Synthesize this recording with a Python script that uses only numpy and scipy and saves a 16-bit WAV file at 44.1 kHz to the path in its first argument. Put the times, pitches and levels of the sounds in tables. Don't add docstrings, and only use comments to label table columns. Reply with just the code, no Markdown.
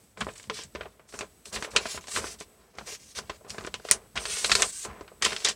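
import sys
import numpy as np
from scipy import signal
from scipy.fft import rfft, irfft
from scipy.io import wavfile
from scipy.ndimage import uniform_filter1d

SR = 44100
rng = np.random.default_rng(int(sys.argv[2]) if len(sys.argv) > 2 else 0)


def gain_from_db(level_db):
    decades = np.asarray(level_db, float) / 20
    return 10 ** decades


def master(y):
    cut = np.clip(np.atleast_2d(y).T, -1, 1)
    pcm = np.round(cut * 32767)
    wavfile.write(sys.argv[1], SR, pcm.astype(np.int16))


N = 244755


def rms_one(x):
    return x / np.sqrt(np.mean(x ** 2) + 1e-20)


def at_hz(points, hz):
    points = np.array(points)
    return np.interp(np.log(hz), np.log(points[:, 0]), points[:, 1])


def drift(rate):
    r = np.exp(-2 * np.pi * rate * 16 / SR)
    chance = rng.standard_normal(N // 16 + 1002)
    slow = signal.lfilter([1], [1, -2 * r, r * r], chance)[1000:]
    return np.interp(np.arange(N) / 16, np.arange(len(slow)), rms_one(slow))


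def grains(count, per_s, spread_db):
    size_db = spread_db * np.minimum(rng.exponential(1, count), 5)
    clicks = gain_from_db(size_db) * rng.choice([-1, 1], count)
    return rms_one(clicks * (rng.random(count) < per_s / SR))


def coloured(x, spectrum, patchy_db, count=7, per_s=39.0):
    low_hz, high_hz = spectrum[0][0], spectrum[-1][0]
    hz = np.maximum(np.fft.rfftfreq(N, 1 / SR), 1)
    whole = rfft(x) * gain_from_db(at_hz(spectrum, hz)) * (hz > low_hz) * (hz < high_hz)
    centres = np.geomspace(low_hz, high_hz, num=count)
    step = np.log(centres[1] / centres[0])
    total = np.zeros(N)
    for centre in centres:
        band = np.cos(np.pi / 2 * np.clip(np.log(hz / centre) / step, -1, 1)) ** 2
        total += irfft(whole * band, N) * gain_from_db(patchy_db * drift(per_s))
    return rms_one(total)


def gestures(start_s, length_s, level_db, swell_db, rise, fall, rest_db):
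    since = np.arange(0, N + 32, 32)[:, None] / SR - start_s
    length_s = np.maximum(length_s, 0.005)
    db = level_db + swell_db * np.clip(since / length_s, 0, 1)
    db = db + rise * np.minimum(since, 0) - fall * np.maximum(since - length_s, 0)
    power = np.sum(gain_from_db(db) ** 2, axis=1) + gain_from_db(rest_db) ** 2
    return np.interp(np.arange(N) / 32, np.arange(len(power)), np.sqrt(power))


# [delay/ms, wander/ms, level/dB]
MIRRORS = [
    (0.358, 0.026, -13),
    (2.602, 0.11, -5),
    (4.302, 0.063, -3.5),
]


def mirrored(x):
    total = x
    for delay_ms, wander_ms, db in MIRRORS:
        delay = SR / 1000 * (delay_ms + wander_ms * drift(1.5))
        heard_at = np.clip(np.arange(N) - delay, 0, N - 1).astype(int)
        total = total + gain_from_db(db) * x[heard_at]
    return rms_one(total)


# [t/s, length/s, hiss level/dB, swell/dB, scrape against hiss/dB]
GRIPS = [(0.0, 0.12, -66.5, -11, -17), (0.176, 0.16, -59, 0.5, 1), (0.356, 0.12, -51.5, -12.5, -2.5),
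         (0.74, 0.19, -76, -4, 9), (1.456, 0.049, -45, -8, -9), (1.529, 0.027, -38.5, 4, -2.5),
         (1.582, 0.07, -52, 8.5, -4.5), (1.708, 0.08, -49, -7, -9), (2.01, 0.07, -57.5, -1, -0.5),
         (2.388, 0.034, -54.5, 6, -2), (2.775, 0.09, -55, -6, -5), (3.152, 0.031, -46, 9, 1),
         (3.216, 0.15, -66, 5, 1), (3.71, 0.16, -63.5, 2, -1.5), (3.849, 0.1, -49, 3, -3),
         (4.164, 0.027, -51.5, -5, 12.5), (5.243, 0.09, -32, -17, 6), (5.462, 0.041, -44.5, -5.5, 16),
         (1.24, 0.09, -63, -19, 1), (2.6, 0.17, -77, 1, 3), (3.502, 0.028, -47, -7.5, -6)]
# [t/s, length/s, hiss level/dB, swell/dB, scrape against hiss/dB]
STROKES = [(0.545, 0.094, -43.5, -7, 4.5), (1.09, 0.12, -54.5, 6.5, -13), (1.796, 0.078, -52, 11.5, 1.5),
           (1.89, 0.076, -37.5, -1, -4.5), (2.088, 0.067, -43.5, 8, -5.5),
           (2.164, 0.044, -32.5, -8.5, -3.5), (2.218, 0.11, -44, 3.5, -5), (2.867, 0.085, -42.5, 2.5, -5),
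           (3, 0.042, -55.5, 1, -6.5), (3.06, 0.067, -55, 3.5, -8), (3.487, 0.196, -53, -2, -10),
           (4.197, 0.13, -45, 9, -2.5), (4.339, 0.28, -35.5, 0, -2), (4.65, 0.058, -36, -6.5, -8),
           (4.73, 0.12, -42, 2, -9), (5.297, 0.225, -45, -2, -0.5)]
# [f/Hz, level/dB]
HISS_COLOUR = [(2350, -34), (4000, -3.5), (5280, 0), (8070, 5), (10300, -5.5), (12900, -19.5),
               (15100, -18.5), (16000, -27)]
SCRAPE_COLOUR = [(700, -15.5), (1000, -2), (1700, 3.5), (2500, 4.5), (4200, 5.5), (6000, 2), (9000, -22)]
# [t/s, level/dB]
FINGERTIP = [(0.4, 2), (0.59, -2), (1.15, -1.5), (1.5, -1), (1.88, -3.5), (2.14, -1), (2.3, -4), (2.8, -7),
             (2.92, -7.5), (3.08, -1.5), (3.18, -9), (3.55, -1), (3.87, -7), (4.25, 0), (4.4, 2), (4.78, 4),
             (5.3, 0), (5.5, -3)]
FINGERTIP_HZ = [6950, 9200]


def fingers(clumps):
    s, length_s, hiss_db, swell_db, press_db = np.transpose([*STROKES, *GRIPS])
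    rise = np.repeat([1098.5, 3500], [len(STROKES), len(GRIPS)])  # dB/s, grips catch faster
    finger = dict(rise=rise, fall=603.5, rest_db=-88)
    light = gestures(s, length_s, hiss_db, swell_db, **finger)
    heavy = gestures(s, length_s, hiss_db + press_db, swell_db, **finger)

    skin = grains(count=N, per_s=14000, spread_db=2.2)
    hiss = mirrored(coloured(skin, HISS_COLOUR, patchy_db=1.7, count=17, per_s=2.5))
    hiss = hiss * light * gain_from_db(1.1 * clumps)
    whistle_band = signal.butter(2, FINGERTIP_HZ, "band", fs=SR, output="sos")
    whistle = signal.sosfiltfilt(whistle_band, hiss)
    whistle_db = np.interp(np.arange(N) / SR, *np.transpose(FINGERTIP))
    hiss = hiss + whistle * (gain_from_db(whistle_db) - 1)

    torn = gain_from_db(-12) * grains(count=N, per_s=160, spread_db=4.0)
    rough = torn + grains(count=N, per_s=5000, spread_db=2.5)
    scrape = mirrored(coloured(rough, SCRAPE_COLOUR, patchy_db=1.2, count=10, per_s=5.0))
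    return hiss + scrape * heavy * gain_from_db(1.6 * clumps)


# [f/Hz, time to fall 60 dB/s]
ROOM_T60 = [(300, 0.093), (2000, 0.077), (9000, 0.094)]


def room_tail(size):
    first_echo_ms = 1.9
    t = np.arange(size) / SR
    dense = rfft(rng.standard_normal(size))
    log_hz = np.log(np.maximum(np.fft.rfftfreq(size, 1 / SR), 20))
    centres = np.log(np.array(ROOM_T60)[:, 0])
    tail = np.zeros(size)
    for (_, t60), row in zip(ROOM_T60, np.eye(len(centres))):
        share = np.sqrt(np.interp(log_hz, centres, row))
        tail += irfft(dense * share) * gain_from_db(-60 * t / t60)
    tail = tail * np.clip(1000 * t / first_echo_ms, 0, 1) ** 2
    return tail / np.sqrt(np.sum(tail ** 2))


def causal(level_db):
    folded = irfft(level_db * np.log(10) / 20)
    half = len(folded) // 2
    folded[1:half] *= 2
    folded[half + 1:] = 0
    return np.exp(rfft(folded))


def crackle(size, length_ms):
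    t_ms = 1000 * np.arange(size) / SR
    fade = np.exp(-t_ms / length_ms) * (1 - np.exp(-t_ms / (0.07 * length_ms)))
    burst = grains(count=size, per_s=18000, spread_db=2.5) * fade
    burst[int(0.1 * length_ms * SR / 1000)] = 2.2
    return burst / np.sqrt(np.sum(burst ** 2))


# [t/s, level/dB, brightness/dB, crackle length/ms]
CRACKS = [(0.172, -52.5, -14.5, 2.6), (0.213, -42.5, -11, 19), (0.287, -48, -18.5, 5.5),
          (0.355, -55.5, 0, 9.9), (0.755, -43.5, -9, 2.2), (0.808, -41.5, -11.5, 3.7),
          (0.831, -57, -5, 4.8), (0.855, -53, -25.5, 3.4), (0.994, -61, -19, 3.8), (1.558, -36, -3.5, 16),
          (1.645, -38.5, -7, 1.9), (1.974, -44.5, -13.5, 3), (2.16, -34, -4.5, 3.0),
          (2.241, -46.5, -23.5, 2.4), (2.267, -48, -9, 6.2), (4.173, -33, -1.5, 7.7),
          (5.077, -53.5, -7, 7.2), (5.363, -37, 3, 1.6), (5.402, -51, 8, 2.6), (5.471, -35.5, -3, 2.4)]
POPS = [(0.267, -46.5, -23, 1.5), (0.377, -59, 19, 7.6), (0.397, -49, -1.5, 2.4), (1.124, -49.5, -5, 3.6),
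        (1.137, -41.5, -14, 16), (1.624, -31, -4, 0.78), (1.713, -47, 5, 6), (1.732, -49.5, -15, 13),
        (1.854, -33, -12.5, 6), (2.04, -48, -9, 2.2), (2.408, -39, -9, 2.3), (2.784, -36, -8, 2.7),
        (2.809, -49, -19, 5.9), (3.581, -35, -8.5, 4.2), (3.647, -39, -10, 2.8), (3.67, -37, -10.5, 5.7),
        (3.886, -35, -2, 3.8), (4.495, -27, -3, 2), (4.503, -31, 2, 10), (5.114, -64.5, -29.5, 9.4),
        (5.2205, -21.5, 3.5, 18), (5.318, -32, -4, 9.0)]
FLAPS = [(0.471, -56, -3, 1.4), (0.588, -37.5, -7, 4.0), (0.749, -32.5, -10, 2.9), (1.242, -57, -12, 3.4),
         (1.944, -46, -16, 5.6), (2.07, -39, 1, 3.5), (2.081, -35.5, -3, 2.9), (2.401, -43, 9.5, 4.3),
         (2.751, -49.5, -5, 5.2), (2.923, -43.5, -10.5, 2.5), (3.157, -44.5, 9.5, 15),
         (3.186, -27.5, -2, 2.9), (3.408, -66.5, -30, 8.2), (3.446, -51, -11, 6.7), (3.544, -44, -10, 3.8),
         (3.608, -38.5, -10, 2.5), (3.796, -50, -14.5, 4.3), (3.85, -38, -8, 1.8), (4.154, -29.5, -4.5, 17),
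         (4.476, -52, 23, 1.5), (4.848, -33.5, 0.5, 5.1), (5.008, -39, -13, 5.1), (5.46, -33, 7, 2.9),
         (5.485, -21.5, 4, 5.6), (0.635, -51.5, 16, 1.5), (0.335, -57, 9, 3)]
MORE_SNAPS = [(0.245, -50, 3, 2.0), (0.281, -51, -26, 2.5), (0.428, -57, 13, 1.4), (0.439, -52.5, -2, 2.5),
              (3.465, -59.5, -24, 2.5), (3.496, -52.5, 16, 1.6), (3.639, -48, -8, 0.8), (3.665, -48.5, 11, 1.1),
              (4.165, -35, -7, 9.0), (4.368, -37.5, -3.5, 3.7), (5.214, -47, -12, 6.5), (5.246, -30, 8, 2.5),
              (5.259, -25, -3, 5.7), (5.329, -34, 0, 2.6), (5.422, -48, -4, 1.5), (5.443, -45, 15, 2.9),
              (5.492, -33.5, 7, 2.3), (2.948, -47.5, 4, 3), (1.089, -59, 2, 3.0), (1.455, -48.5, 9, 2.2)]
# [.., ring f/Hz]
RINGERS = [(0.208, -27.5, -7, 7.4, 1190), (0.497, -30, -7, 3.2, 1190), (1.208, -32.5, -5.5, 3.0, 2400),
           (1.761, -17.5, 0.5, 4.2, 2720), (2.171, -34, -12, 3.6, 1260), (3.295, -32.5, -7.5, 7.2, 1200),
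           (3.74, -30, -1.5, 1.65, 2840), (3.9, -40.5, -5, 2.5, 5300), (4.444, -20, 2.5, 1.24, 4270),
           (4.515, -15.5, 2, 6.9, 4100), (4.551, -19.5, 6.5, 2.8, 4260), (4.253, -30.5, -1, 2.8, 4470),
           (3.502, -41.5, 9, 4.8, 5240), (5.248, -24, 4, 3.5, 3160), (5.4465, -28, 10, 1.6, 5500),
           (5.454, -30, 2, 7.6, 4000)]
# [.., hollow f/Hz]
HOLLOWS = [
    (3.911, -16.5, 7.5, 0.6, 3900),
    (3.916, -28.5, 12.5, 2.4, 2800),
    (4.62, -17.5, 6, 1.4, 3930),
    (4.625, -24, 6.5, 3.5, 6800),
    (1.189, -33.5, 4.5, 2.0, 3500),
    (0.205, -35, 2, 3.5, 4200),
]
# [.., note f/Hz]
SINGERS = [
    (5.449, -26, 3, 3.7, 3640),
    (3.911, -33, 22, 0.8, 9400),
    (2.171, -38, -10, 2.0, 1210),
    (1.617, -56, -17, 4.0, 500),
    (0.498, -43, -18, 3.7, 415),
    (1.767, -26, 3, 3.6, 4100),
    (2.187, -44, -6, 1.5, 2200),
    (2.009, -56, 3, 2.0, 6300),
]
SNAP_BANDS_HZ = [650, 2600, 7000, 14000]
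# [f/Hz, level/dB]
SNAP_COLOUR = [(120, -11.5), (300, -5.5), (750, -0.5), (1150, 8), (2500, 9.5), (5000, 9.5), (8500, 5),
               (10500, -8.5), (13000, -26), (17000, -39)]


def snaps():
    size = 8192
    out = np.zeros(N + size)
    log_hz = np.log(np.maximum(np.fft.rfftfreq(size, 1 / SR), 20))
    humps = np.log(np.geomspace(250, 12000, num=16))
    tilt_db = at_hz(SNAP_COLOUR, np.exp(log_hz)) - 2.27 * (log_hz - np.log(2600)) / np.log(2) + 21

    # middle band dB, then dB and width in octaves of its peak or dip
    rows = [(*row, 1.4, 5, 0.25) for row in RINGERS]
    rows += [(*row, 1.4, -10.5, 0.45) for row in HOLLOWS]
    for table, middle_db in [(CRACKS, 10), (POPS, 0.7), (FLAPS, -9.5), (MORE_SNAPS, 2.5)]:
        rows += [(*row, 1000, middle_db, 0, 1) for row in table]
    rows += [(*row, 1.4, 13, 0.15) for row in SINGERS]

    for s, peak_db, bright_db, length_ms, ring_hz, middle_db, ring_db, octaves in rows:
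        source = crackle(size, np.clip(length_ms, 0.3, 14)) + gain_from_db(-4) * room_tail(size)
        band_db = [-bright_db, middle_db, bright_db, 1.38 * bright_db]
        shape_db = 1.3 * rng.standard_normal(len(humps))
        level_db = peak_db + tilt_db + np.interp(log_hz, np.log(SNAP_BANDS_HZ), band_db)
        level_db = level_db + np.interp(log_hz, humps, shape_db)
        off_ring = (log_hz - np.log(ring_hz)) / np.log(2) / octaves
        level_db = level_db + ring_db * np.exp(-off_ring ** 2)
        at = round((s + 0.001) * SR)
        out[at:at + size] += irfft(rfft(source) * causal(level_db))
    return out[:N]


# [t/s, length/s, level/dB, swell/dB]
BENDS = [(0.179, 0.3, -52, -19), (0.503, 0.14, -58, 0), (0.764, 0.094, -54.5, 4), (0.903, 0.33, -69, -1),
         (1.13, 0.099, -65, 20.5), (1.462, 0.065, -55, -25), (1.524, 0.049, -47, 9.5),
         (1.616, 0.072, -55, 10), (1.722, 0.07, -60.5, 18.5), (1.755, 0.11, -36.5, -20),
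         (1.882, 0.12, -57, 3), (2.111, 0.086, -60.5, 23), (2.219, 0.16, -43.5, -21.5),
         (2.375, 0.32, -73, 8), (2.743, 0.19, -60, 0.5), (2.876, 0.056, -48, -20),
         (3.162, 0.096, -51.5, -8.5), (3.299, 0.079, -49.5, -17), (3.447, 0.19, -58, 8.5),
         (3.697, 0.19, -62.5, -6.5), (3.839, 0.11, -64.5, 21.5), (3.944, 0.12, -52.5, -12),
         (4.167, 0.2, -43.5, -12), (4.365, 0.14, -55, 11.5), (4.553, 0.09, -38, 1.5),
         (4.852, 0.32, -42.5, -26), (5.222, 0.047, -43.5, 4), (5.267, 0.18, -40, -17.5),
         (5.455, 0.059, -39.5, -11)]
# [f/Hz, level/dB]
RUSTLE_COLOUR = [(150, -22.5), (250, -9), (420, -1), (750, -1), (1200, -1), (2200, -8.5), (3500, -19),
                 (7000, -27)]


def rustle(clumps):
    bend = gestures(*np.transpose(BENDS), rise=1301.5, fall=447.5, rest_db=-82)
    fibres = grains(count=N, per_s=4000, spread_db=1.8)
    return coloured(fibres, RUSTLE_COLOUR, patchy_db=1.2) * bend * gain_from_db(1.3 * clumps)


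# [t/s, length/s, level/dB]
SWINGS = [(0.211, 0.014, -38), (0.278, 0.027, -63), (0.47, 0.05, -48), (0.633, 0.016, -55),
          (0.756, 0.052, -50), (0.84, 0.03, -60), (1.173, 0.05, -51.5), (1.462, 0.027, -60),
          (1.542, 0.025, -46), (1.741, 0.024, -44), (1.94, 0.04, -50), (2.154, 0.049, -44),
          (2.28, 0.09, -58.5), (2.782, 0.022, -48.5), (3.18, 0.049, -51), (3.287, 0.03, -58),
          (3.5, 0.025, -50.5), (3.58, 0.047, -49), (3.68, 0.092, -53), (3.91, 0.043, -51),
          (4.163, 0.018, -43), (4.28, 0.056, -54), (4.435, 0.032, -51.5), (4.511, 0.057, -42),
          (4.617, 0.028, -47), (4.864, 0.051, -47), (4.984, 0.039, -55), (5.235, 0.05, -48),
          (5.313, 0.02, -53), (5.457, 0.044, -53)]
# [f/Hz, level/dB]
PUSH_COLOUR = [(18, -41), (32, -20.5), (46, 5), (59, 5), (140, -4.5), (222, 2.5), (280, -27.5), (360, -78),
               (620, -120)]


def air_push():
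    swing = gestures(*np.transpose(SWINGS), swell_db=0, rise=605, fall=223.5, rest_db=-68.5)
    return coloured(rng.standard_normal(N), PUSH_COLOUR, patchy_db=1.8) * swing


def resonance(x, hz, width_hz):
    r = np.exp(-np.pi * width_hz / SR)
    poles = [1, -2 * r * np.cos(2 * np.pi * hz / SR), r * r]
    return signal.lfilter([(1 - r * r) / 2, 0, (r * r - 1) / 2], poles, x + 1e-18)


# [f/Hz, width/Hz, level/dB]
HOUSING = [
    (421, 68.6, 1.8),
    (1017.5, 37, -5.5),
    (621, 92, -7.5),
    (840, 480, -16),
]


def housing(paper):
    total = paper
    for (hz, width_hz, db), sign in zip(HOUSING, [1, 1, 1, -1]):
        total = total + sign * gain_from_db(db + 4.5) * resonance(paper, hz, width_hz)
    return total


def scene():
    clumps = drift(26.0)
    paper = fingers(clumps) + snaps() + rustle(clumps)
    return np.tile(housing(paper) + air_push(), (2, 1))


def gate(dry):
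    treble_power = uniform_filter1d(np.diff(dry[0], prepend=0) ** 2, size=400)
    loud_db = 10 * np.log10(treble_power + 1e-12)
    loud_db[0] = -47
    fall_db = 47.5 * np.arange(N) / SR
    held_db = np.maximum.accumulate(np.maximum(loud_db, -70) + fall_db) - fall_db
    return np.clip(held_db + 46, -15, 0)


def whine():
    tone = np.sqrt(2) * np.sin(2 * np.pi * 8000.5 * np.arange(N) / SR)
    return gain_from_db(-69 + 0.7 * drift(25.0)) * tone


# [f/Hz, level/dB]
SELF_NOISE_COLOUR = [(40, 8), (200, -2), (420, -1), (900, -10.5), (2000, -13.5), (5000, -16.5),
                     (9000, -14.5), (12000, -17.5), (16000, -19.5)]


def self_noise():
    return gain_from_db(-60) * coloured(rng.standard_normal(N), SELF_NOISE_COLOUR, patchy_db=0, count=2)


def overload(x):
    knee = 1.3
    return knee * np.arcsinh(x / knee) + 0.035 * x ** 2


BAND_HZ = [42, 15850]


def band_limit(x):
    x = signal.sosfilt(signal.butter(4, BAND_HZ[0], "high", fs=SR, output="sos"), x)
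    return signal.sosfilt(signal.ellip(6, 0.3, 32, BAND_HZ[1], fs=SR, output="sos"), x)


def low_pass(x):
    return signal.sosfilt(signal.butter(12, 17010, fs=SR, output="sos"), x)


def record(dry):
    open_db = gate(dry)
    mix = overload(dry) + gain_from_db(open_db) * whine()
    mix = mix + gain_from_db(0.59 * open_db) * self_noise()
    return low_pass(band_limit(mix))


dry = scene()
out = record(dry)
master(out)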